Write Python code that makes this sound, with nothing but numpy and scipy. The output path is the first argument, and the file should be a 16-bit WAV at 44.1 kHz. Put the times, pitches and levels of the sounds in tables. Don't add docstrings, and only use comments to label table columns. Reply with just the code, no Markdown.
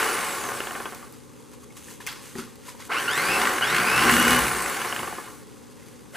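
import sys
import numpy as np
from scipy import signal
from scipy.fft import rfft, irfft, next_fast_len
from scipy.io import wavfile
from scipy.ndimage import uniform_filter1d, map_coordinates

SR = 44100
rng = np.random.default_rng(int(sys.argv[2]) if len(sys.argv) > 2 else 0)


def volts_from_decibels(level):
    exponent = np.asarray(level, float) / 20
    return 10 ** exponent


def transcribe(u):
    v = np.clip(np.atleast_2d(u).T, -1, 1)
    q = np.round(v * 32767).astype(np.int16)
    wavfile.write(sys.argv[1], SR, q)


N = 271656

TOP_HZ = 15200
TOP_BARS_HZ = 3060
BARS_PER_STROKE, BARS_PER_TURN = 41, 12


def noise():
    return rng.standard_normal(N)


def unit(x):
    return x / np.sqrt(np.mean(x ** 2) + 1e-20)


def levelled(x):
    return x / np.sqrt(np.abs(uniform_filter1d(x ** 2, int(.06 * SR))) + 1e-12)


def along(points, hz):
    f, v = np.transpose(points)
    return np.interp(np.log(hz + 1), np.log(f + 1), v)


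def curves(*tables):
    s, *cols = np.transpose(sorted(row for table in tables for row in table))
    t = np.arange(N) / SR
    sounds = sum((t > table[0][0] - .015) & (t < table[-1][0] + .015) for table in tables)
    return [np.where(sounds, np.interp(t, s, c), -100) for c in cols]


def swells(times, db, rise_s, fall_s):
    late = np.arange(0, N + 64, 64) / SR - np.array(times)[:, None]
    drop = np.where(late < 0, -late / np.abs(rise_s)[:, None], late / np.abs(fall_s)[:, None])
    power = np.sum(volts_from_decibels(db[:, None] - 20 * drop) ** 2, axis=0)
    return np.interp(np.arange(N), 64 * np.arange(len(power)), np.sqrt(power))


def wobble(rate_hz):
    coarse = np.arange(0, N + 16, 16)
    knots = rng.standard_normal(int(N * rate_hz / SR) + 4)
    return np.interp(np.arange(N), coarse, map_coordinates(knots, [coarse * rate_hz / SR]))


def filtered(x, response):
    m = next_fast_len(N + SR // 8, True)
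    return irfft(rfft(x, m) * response(np.fft.rfftfreq(m, 1 / SR)), m)[..., :N]


def shaped(x, points):
    return filtered(x, lambda f: volts_from_decibels(along(points, f)))


def modes(table):
    return lambda f: sum((-1) ** k * volts_from_decibels(db) * 1j * f * w / (c * c - f * f + 1j * f * w)
                         for k, (c, w, db) in enumerate(table))


def bursts(times, sizes, t60):
    kicks = np.bincount(np.minimum((np.asarray(times) * SR).astype(int), N - 1), sizes, N)
    decay = signal.lfilter([1], [1, -volts_from_decibels(-60 / (t60 * SR))], kicks)
    return uniform_filter1d(decay, int(.0012 * SR))


def spread(mid, side, width):
    side = shaped(side, width)
    return np.array([mid + side, mid - side])


# pitch_hz, level_db
FRIDGE_HUM = [(123.8, -60.5), (242.2, -56.5), (296.1, -58.5), (419.9, -64.5)]


def fridge():
    t = np.arange(N) / SR
    return sum(volts_from_decibels(db + 1 + 2.0 * wobble(5.02)) * np.sin(2 * np.pi * hz * t + wobble(7.4))
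               for hz, db in FRIDGE_HUM)


# freq_hz, density_db_per_hz
AIR_SPECTRUM = [(15, -46), (25, -20), (42, -18), (60, -6), (107, -3.5), (169, -3), (240, -1), (368, -4.5),
                (457, -0.5), (560, -4), (666, -25.5), (741, -11), (1110, -12), (1620, -23.5), (3170, -25.5),
                (10100, -26.5), (13200, -43), (15500, -39)]
# freq_hz, side_mid_db
AIR_WIDTH = [(60, 7.5), (180, 5.5), (550, -4), (1650, 0), (3500, -14), (7000, -4), (9000, -26),
             (15000, -22)]


def room_air():
    mid, side = shaped(rng.standard_normal((2, N)), AIR_SPECTRUM)
    return volts_from_decibels(-47 + 0.36 * wobble(3.3)) * unit(spread(mid, side, AIR_WIDTH))


# freq_hz, t60_s
KITCHEN_T60 = [(150, 0.64), (1000, 0.18), (10000, 0.11)]


def kitchen(x):
    hz, t, z = signal.stft(rng.standard_normal((2, SR // 2)), SR, nperseg=256)
    tail = signal.istft(z * volts_from_decibels(-60 * t / along(KITCHEN_T60, hz)[:, None]), SR, nperseg=256)[1]
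    return signal.fftconvolve(x[None], tail / np.linalg.norm(tail[0]), axes=1)[:, :N]


# peak_s, rustle_db, rub_db, rise_s, fall_s (per 20 dB)
HAND_MOVES = [(1.134, -56, -58, 0.04, 0.3), (1.4, -60.5, -61.5, 0.41, 0.7), (1.536, -54, -56, 0.063, 0.05),
              (1.646, -52.5, -57.5, 0.074, 0), (1.77, -45.5, -49, 0.013, 0.06), (1.92, -46, -52, 0.25, 0.1),
              (2.005, -47, -47, .006, 0.1), (2.071, -42, -37, 0.013, 0.19), (2.248, -48, -52, .12, 0.45),
              (2.389, -41, -39, 0.042, 0.07), (2.412, -58, -51, .03, 0.27),
              (2.688, -44.5, -45.5, 0.083, .09), (2.803, -49, -45, 0.033, 0.1),
              (2.878, -47.5, -55, 0.17, 0), (5.474, -60, -59.5, 0.24, -2.5), (5.726, -56, -58, 0.026, 0),
              (5.79, -62, -62, 0.047, 0.6), (5.874, -58.5, -64, .08, 0.3)]
# freq_hz, density_db_per_hz
SHEET_SPECTRUM = [(1470, -7), (2500, 2), (5570, -6), (5970, 2), (9950, 1), (14400, -5.5), (15500, -20)]
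# freq_hz, density_db_per_hz
RUB_SPECTRUM = [(350, -31), (600, -2.5), (698, -72), (756, -1), (927, 3.5), (1610, 0.5), (3570, -4.5),
                (5000, -3), (6500, -17), (11000, -120)]


def sheet_and_skin():
    s, rustle_db, rub_db, rise_s, fall_s = np.transpose(HAND_MOVES)
    crinkle = swells(s, rustle_db, rise_s, fall_s) + volts_from_decibels(-72)
    drag = swells(s, rub_db, rise_s, fall_s) + volts_from_decibels(-77)
    luck = rng.random((1500, 2))
    grains = 1 + .8 * bursts(luck[:, 0] * N / SR, volts_from_decibels(-3.5 * np.log(luck[:, 1] + .02)), t60=.004)
    rustle = levelled(shaped(grains * noise(), SHEET_SPECTRUM))
    rub = levelled(shaped(grains * noise(), RUB_SPECTRUM))
    return crinkle * rustle + drag * rub


# start_s, peak_db, pitch_hz, crack_db
SNAPS = [(0.948, -35, 1010, 14), (1.125, -44, 856, 17), (1.299, -47, 1140, -13), (1.402, -45, 950, -16),
         (1.538, -40.5, 986, -17), (1.63, -43, 1130, -17), (1.705, -41, 2200, -15), (1.721, -59, 880, -9),
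         (1.765, -43, 1090, -12), (1.777, -46, 6000, 8), (1.843, -37, 6500, 4), (1.883, -37, 1810, -13),
         (1.912, -41.5, 1000, -11), (2.002, -32.5, 970, -8), (2.005, -33, 1740, -20),
         (2.066, -23.5, 2400, 11), (2.072, -20.5, 2100, 10), (2.076, -24, 2700, -9),
         (2.081, -26.5, 1550, -6), (2.087, -24, 3280, -6), (2.091, -26, 4480, -8), (2.127, -29, 3180, 5),
         (2.353, -33, 1900, -8), (2.358, -33, 830, -20), (2.393, -32, 1300, -20), (2.405, -40, 2640, -20),
         (2.475, -42, 1200, -15), (2.859, -51, 2130, -15), (2.38, -35, 1470, -13), (2.422, -34, 1420, -16),
         (2.683, -28, 986, -32), (2.69, -34, 2250, -18), (2.719, -41, 3000, -2), (2.556, -44, 5040, 14),
         (2.31, -50, 9500, 5), (2.5, -52, 8500, 8), (2.749, -52, 11000, 6), (2.845, -50, 8500, 4),
         (2.88, -47, 9000, 4), (2.748, -36, 975, -17), (2.798, -37.5, 930, -15), (2.823, -34, 2060, -14),
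         (5.561, -48, 1230, -9), (5.723, -56.5, 1190, -9), (5.824, -43, 2040, -12)]


def sheet_and_bone_snaps():
    out, t = np.zeros(N + SR), np.arange(SR // 20) / SR
    for s, db, hz, crack_db in SNAPS:
        jitter = .5 * np.cumsum(rng.standard_normal(len(t))) / 12
        envelope = volts_from_decibels(-60 * t * hz / 45) * (1 - np.exp(-t * hz / 1.2))
        ring = 10 * envelope * np.sin(2 * np.pi * hz * t + jitter)
        grit = signal.lfilter([1, -.5], 1, rng.standard_normal(len(t) + 1))[1:]
        crack = volts_from_decibels(crack_db + 14) * volts_from_decibels(-60 * t / .005) * grit
        out[round(s * SR):][:len(t)] += volts_from_decibels(db - 21.0) * (ring + crack)
    return out[:N]


# start_s, level_db
THUDS = [
    (2.354, -28),
    (2.385, -27.5),
    (2.42, -41),
]


def head_thuds():
    s, db = np.transpose(THUDS)
    push = bursts(s, volts_from_decibels(db + 23.5), t60=0.0097) * (1 + 0.56 * noise())
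    board = [(245, 19, -2.0), (308, 23, -11.0), (385, 33, -2.0), (520, 73, -17), (1300, 460, -14)]
    return filtered(push, modes(board))


# peak_s, length_s, drum_db, sway_db
LEANS = [(0.0, 0.018, -44, -56), (0.296, 0.036, -74, -58), (0.72, 0.21, -55, -65), (3.173, 0.038, -42, -64),
         (3.3, 0.078, -42, -51), (3.478, 0.15, -72, -51), (3.776, 0.081, -38, -51),
         (3.876, 0.052, -39, -53), (4.02, 0.082, -34.5, -44), (4.144, 0.09, -24, -54),
         (4.315, 0.069, -26, -45), (4.44, 0.085, -38, -38), (4.666, 0.065, -61, -48),
         (4.994, 0.13, -48.5, -81)]


def hand_leans():
    s, length_s, drum_db, sway_db = np.transpose(LEANS)
    lean = swells(s, drum_db, 2 * length_s, 2 * length_s)
    return lean, swells(s, sway_db, 2.0 * length_s, 0.59 * length_s)


def table_sway(lurch):
    return lurch * unit(filtered(noise(), lambda f: modes([(59, 22, 0)])(f) ** 3))


# freq_hz, width_hz, level_db
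TABLE_MODES = [(87, 35, -17), (131, 9, -3.5), (175, 15, -5), (239.5, 18.7, -1), (342, 99, -9.5)]


def table_shake(turn, knocks):
    unbalance = np.sin(2 * np.pi * turn / BARS_PER_TURN + 1.3 * wobble(25))
    return levelled(filtered(noise() + .5 * knocks + .14 * unbalance, modes(TABLE_MODES)))


# freq_hz, density_db_per_hz
HOUSING_SPECTRUM = [(150, -24), (250, -8.5), (376, -5.5), (437, -3.5), (610, -4), (690, -10.5), (752, -1.5),
                    (807, -1), (1150, -2.5), (1400, -7.5), (1760, -7.5), (2970, -53)]
# freq_hz, width_hz, level_db
SHELL_MODES = [(450, 38, -4.5), (630, 9.2, -4.5), (765, 9.7, 4.5), (852, 24, -5.5), (1040, 44, -2.5),
               (1184, 31, -1.5), (1370, 41, -4.5), (1496, 59, -4.5), (2200, 210, -2), (2530, 380, -3),
               (2830, 100, -5)]


def shell(f):
    return 1 + np.abs(modes(SHELL_MODES)(f))


def housing(f):
    return volts_from_decibels(along(HOUSING_SPECTRUM, f)) * shell(f)


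# start_s, peak_db, sharp_db
SLOW_STROKES = [(0.438, -19, -16), (0.488, -18.5, -12), (0.517, -21, -14), (0.541, -24, -13),
                (0.573, -29, 1), (0.604, -21, -2), (0.637, -30, -2), (0.671, -20.5, -6), (0.709, -24, -6),
                (0.752, -18, -12), (0.801, -22, -9), (0.856, -18, -8), (0.923, -21.5, -19),
                (1.027, -31.5, -14), (1.07, -37, -19), (4.791, -24, -15), (4.816, -23, -4),
                (4.848, -16.5, -14), (4.898, -27, 0), (4.925, -21.5, -2), (4.963, -26, 0),
                (4.992, -20.5, -2), (5.031, -18.5, -10), (5.074, -19.5, -13), (5.126, -22.5, -21),
                (5.183, -20, -16), (5.24, -37, -6.5), (5.275, -26.5, -17)]


def slow_strokes():
    s, db, sharp_db = np.transpose(SLOW_STROKES)
    thump = unit(filtered(noise(), housing))
    ring = modes([(700, 500, -3), (1500, 800, 0), (2300, 800, 0), (3000, 500, -1)])
    edge = unit(filtered(noise(), lambda f: ring(f) * (f < 3600)))
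    return bursts(s, volts_from_decibels(db - 9.5), t60=0.096) * thump + bursts(s, volts_from_decibels(db + sharp_db + 3.0), t60=0.014) * edge


# start_s, peak_db, tick_db
FIRM_KNOCKS = [(0.029, -5, -37), (0.1505, -29, -35), (0.228, -23, -44), (0.2656, -25, -41),
               (0.305, -29, -40), (0.348, -29, -35), (0.3827, -33, -45), (3.025, -24, -54),
               (3.057, -17, -53), (3.087, -33, -34), (3.132, -12, -39), (3.1766, -7, -27),
               (3.2188, -17, -32.5), (3.253, -19, -32), (3.3166, -15, -41), (3.3458, -23, -37),
               (3.3788, -21, -45), (3.3974, -27, -40), (3.4158, -6, -41), (3.433, -24, -46),
               (3.453, -7, -43), (3.472, -6, -44), (3.535, -20, -29), (3.5827, -13, -39), (3.609, -19, -40),
               (3.6717, -23, -31), (3.7258, -15, -38), (3.7468, -4, -36), (3.764, -5, -34),
               (3.7985, -16, -36), (3.899, -13, -36), (3.93, -18, -40), (3.9612, -17, -31),
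               (3.9773, -4, -28), (4.0218, -7, -40), (4.0506, -19, -45), (4.081, -3, -37), (4.0948, 1, -35),
               (4.1114, -14, -18.5), (4.1387, 0.5, -25), (4.166, -1, -28), (4.1807, -4, -31),
               (4.1982, -21, -17.5), (4.226, -8, -20), (4.2504, -5, -25), (4.28, -5, -21),
               (4.3067, -4, -23), (4.3307, -4, -22), (4.3467, -7, -23), (4.3626, -23, -23),
               (4.3901, -7, -20), (4.4668, -8, -29), (4.4815, -11, -30), (4.6216, -35, -28),
               (4.66, -12, -32), (4.6968, -18, -27), (4.745, -17, -34)]


def firm_knocks():
    s, db, tick_db = np.transpose(FIRM_KNOCKS)
    clack = unit(filtered(noise(), modes([(1440, 280, 1.0), (1990, 250, 0.0), (2770, 560, -5.5)])))
    tick = unit(filtered(noise(), lambda f: modes([(8200, 2500, 0), (12300, 3000, 0)])(f) ** 2))
    return bursts(s, volts_from_decibels(db - 12), t60=0.021) * clack + bursts(s, volts_from_decibels(tick_db + 2.5), t60=0.011) * tick


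def blade_reversals(bars, turn):
    firm_s = np.sort([row[0] for row in [*FIRM_KNOCKS, *SLOW_STROKES]])
    firm = turn[(firm_s * SR).astype(int)] / BARS_PER_STROKE
    count = np.cumsum(np.round(np.diff(firm, prepend=0)))
    crank = np.interp(turn / BARS_PER_STROKE, firm, count)
    stroke = np.flatnonzero(np.diff(np.floor(crank)) * (bars[1:] > 1500))
    luck = rng.standard_normal((400, 2))[:len(stroke)]
    late_s = 0.0005 * np.abs(luck[:, 0])
    return bursts(stroke / SR + late_s, volts_from_decibels(2.2 * np.clip(luck[:, 1], -3, 1.3)), t60=.03)


def gear_rasp(knocks):
    return levelled(filtered((1 + 0.11 * knocks) * noise(), housing))


# freq_hz, density_db_per_hz
BLADE_SPECTRUM = [(790, -30), (1350, -1.5), (1410, -2.5), (1850, -3), (2060, -4), (2790, -10), (2920, -4.5),
                  (3550, -16), (4500, -13), (5850, -22.5), (9900, -120)]


def blade_chatter(knocks):
    return levelled(filtered((1 + 1.2 * knocks) * noise(), lambda f: volts_from_decibels(along(BLADE_SPECTRUM, f)) * shell(f)))


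# freq_hz, density_db_per_hz
HISS_SPECTRUM = [(2060, -25), (3500, -1), (4430, -1), (5280, -4), (5760, -1.5), (6400, -1), (7960, 0.5),
                 (8630, -1), (10100, 2), (12100, -4), (14700, -3.5), (15500, -16)]


def brush_hiss(knocks):
    return levelled(shaped((1 + 0.46 * knocks) * volts_from_decibels(0.97 * wobble(200)) * noise(), HISS_SPECTRUM))


def blade_socket(knocks, power, effort_db, speed_db):
    ring = filtered((1 + 0.67 * knocks) * noise(), lambda f: modes([(1490, 260, 0)])(f) ** 2)
    grip = np.abs(uniform_filter1d(power * (np.arange(N) / SR > 1), size=15000))
    return grip * volts_from_decibels(effort_db - 11 - 0.68 * speed_db) * levelled(ring)


def bar_tone(turn, k, rough=1):
    smear = rough * (.65 + .2 * k) * wobble(220) + 1.1 * np.sqrt(k) * wobble(70)
    return volts_from_decibels(2.5 * wobble(45)) * np.sin(2 * np.pi * k * turn + smear)


# bar_rate_multiple, level_db
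FAN_TONES = [(4, -41), (6, -48), (8, -49)]


def rotor_fan(bars, turn):
    tones = 0
    for k, db in FAN_TONES:
        hz = k * bars
        carries = (hz < TOP_HZ) * np.minimum(hz / 8000, 1) ** 3.0 * np.minimum(11500 / hz, 1) ** 6
        tones = tones + volts_from_decibels(db) * bar_tone(turn, k, rough=0.62) * carries
    return (bars / 2900) ** 0.11 * (bars > 1100) * tones


# bar_rate_multiple, level_db
WHINE_TONES = [(1, 0), (2, -3), (3, -8), (4, -14)]
# freq_hz, gain_db
RADIATION = [(500, -2), (1000, 4), (1450, 4), (1850, -5), (2300, 1), (2700, 8.5), (3000, 7), (3400, -3),
             (4300, -3), (5200, -4), (5900, -5), (9000, -13)]


def commutator_whine(turn, whine_db):
    mains_beat = 1 + 0.29 * np.sin(2 * np.pi * 120 * np.arange(N) / SR)
    whine = volts_from_decibels(whine_db) * mains_beat * sum(volts_from_decibels(db) * bar_tone(turn, k) for k, db in WHINE_TONES)
    whine = whine * (1 + .45 * np.sin(2 * np.pi * turn / BARS_PER_TURN))
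    return shaped(whine, RADIATION)


# on_s, off_s, spin_up_s, flesh_drag_hz (bar rate lost on release), whine_db
PULLS = [
    (-1.0, 0.0, .35, 260, -56),
    (2.876, 3.003, .178, 250, -40),
    (3.076, 3.365, .203, 700, -35),
    (3.618, 4.385, .26, 450, -35.5),
    (6.12, 6.2, .13, 0, -56),
]


def motor():
    friction_hz_per_s, bite_s, grip_hz = 2250, .12, 700
    t = np.arange(N) / SR
    bars, whine_db, power, left = np.zeros(N), np.full(N, -100.), np.zeros(N), 0
    ends_s = [row[0] for row in PULLS[1:]] + [t[-1] + 1]
    for (on, off, spin_s, bite_hz, db), after in zip(PULLS, ends_s):
        climb = lambda s: TOP_BARS_HZ - (TOP_BARS_HZ - left) * np.exp(-(s - on) / spin_s)
        lost = lambda s: friction_hz_per_s * s + bite_hz * (1 - np.exp(-s / bite_s))
        coast = lambda s: np.maximum(climb(off) - lost(s), 100)
        up, down = (t >= on) & (t < off), (t >= off) & (t < after)
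        bars[up], bars[down], power[up] = climb(t[up]), coast(t[down] - off), 1
        inrush_db = 13 * (1 - bars[up] / TOP_BARS_HZ)
        whine_db[up] = db + inrush_db + 40 * np.log10(np.minimum(bars[up] / grip_hz, 1))
        idle_db = -58 + 1.2 * 20 * np.log10(bars[down] / TOP_BARS_HZ)
        whine_db[down] = np.maximum(db - 400 * (t[down] - off), idle_db)
        left = coast(after - off)
    return bars, uniform_filter1d(whine_db, size=300), uniform_filter1d(power, size=1500)


# time_s, level_db
POWERED_EFFORT = [
    [(2.89, -55), (2.9, -38.5), (2.924, -27), (2.988, -28), (3.014, -30), (3.07, -30.5)],
    [(3.075, -33), (3.085, -27.5), (3.159, -28.5), (3.181, -24.5), (3.195, -25.5), (3.439, -22),
     (3.579, -27), (3.585, -24.5), (3.6, -34)],
    [(3.61, -25.5), (3.818, -23), (3.822, -24.5), (4.108, -18.5), (4.148, -23.5), (4.314, -19.5),
     (4.45, -24)],
]
# time_s, level_db
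COASTING_EFFORT = [
    [(0.0, -23), (0.68, -38.5), (0.788, -39), (1.05, -49.5), (1.12, -59)],
    [(4.47, -26), (4.84, -30.5), (5.008, -34.5), (5.15, -39.5), (5.308, -47), (5.42, -55.5)],
]
# time_s, level_db
RESTART_EFFORT = [
    (6.12, -68),
    (6.148, -39.5),
    (6.16, -34),
]


def knife():
    bars, whine_db, power = motor()
    turn = np.cumsum(bars) / SR
    effort_db, = curves(*POWERED_EFFORT, *COASTING_EFFORT, RESTART_EFFORT)
    running = effort_db > -99
    speed_db = 20 * np.log10(bars / TOP_BARS_HZ + 0.05)
    lean, lurch = hand_leans()
    knocks = blade_reversals(bars, turn)
    drift_db = wobble(24.955)
    rasp_db = effort_db - 3.5 + power * (-0.5 + 0.3 * speed_db) + drift_db
    chatter_db = effort_db - 5.5 + power - drift_db
    hiss_db = -25.5 + 0.32 * effort_db - 2.2 * power + 0.73 * speed_db
    brush = running * volts_from_decibels(hiss_db) + 0.45 * lean
    drum = running * volts_from_decibels(-39 + 0.57 * effort_db) + lean
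    tones = commutator_whine(turn, whine_db) + rotor_fan(bars, turn)
    gears = volts_from_decibels(rasp_db) * gear_rasp(knocks) + blade_socket(knocks, power, effort_db, speed_db)
    blades = volts_from_decibels(chatter_db) * blade_chatter(knocks) + slow_strokes() + firm_knocks()
    table = drum * table_shake(turn, knocks) + table_sway(lurch)
    return tones + gears + blades + brush * brush_hiss(knocks) + table


# freq_hz, side_mid_db
NEAR_WIDTH = [(60, -18), (120, -12), (240, -18.5), (950, -13), (1900, -13.5), (3500, -18), (5500, -7),
              (7500, -5), (10000, -3.5), (15000, 0)]


def scene():
    near = knife() + sheet_and_skin() + sheet_and_bone_snaps() + head_thuds()
    echo, other = kitchen(near)
    return spread(near + volts_from_decibels(-8.0) * echo, volts_from_decibels(-2.5) * other, NEAR_WIDTH) + room_air() + fridge()


def band_limit(x):
    return signal.sosfilt(signal.butter(12, 15900, fs=SR, output="sos"), x)


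# freq_hz, left_right_db
PORT_BALANCE = [(60, 0.5), (240, 3), (950, 0.5), (3770, 0), (15000, 0.5)]


def record(dry):
    halves = np.array([[.5], [-.5]])
    ports = filtered(dry, lambda f: volts_from_decibels(along(PORT_BALANCE, f) * halves) * (f < TOP_HZ))
    return band_limit(ports)


dry = scene()
out = record(dry)
transcribe(out)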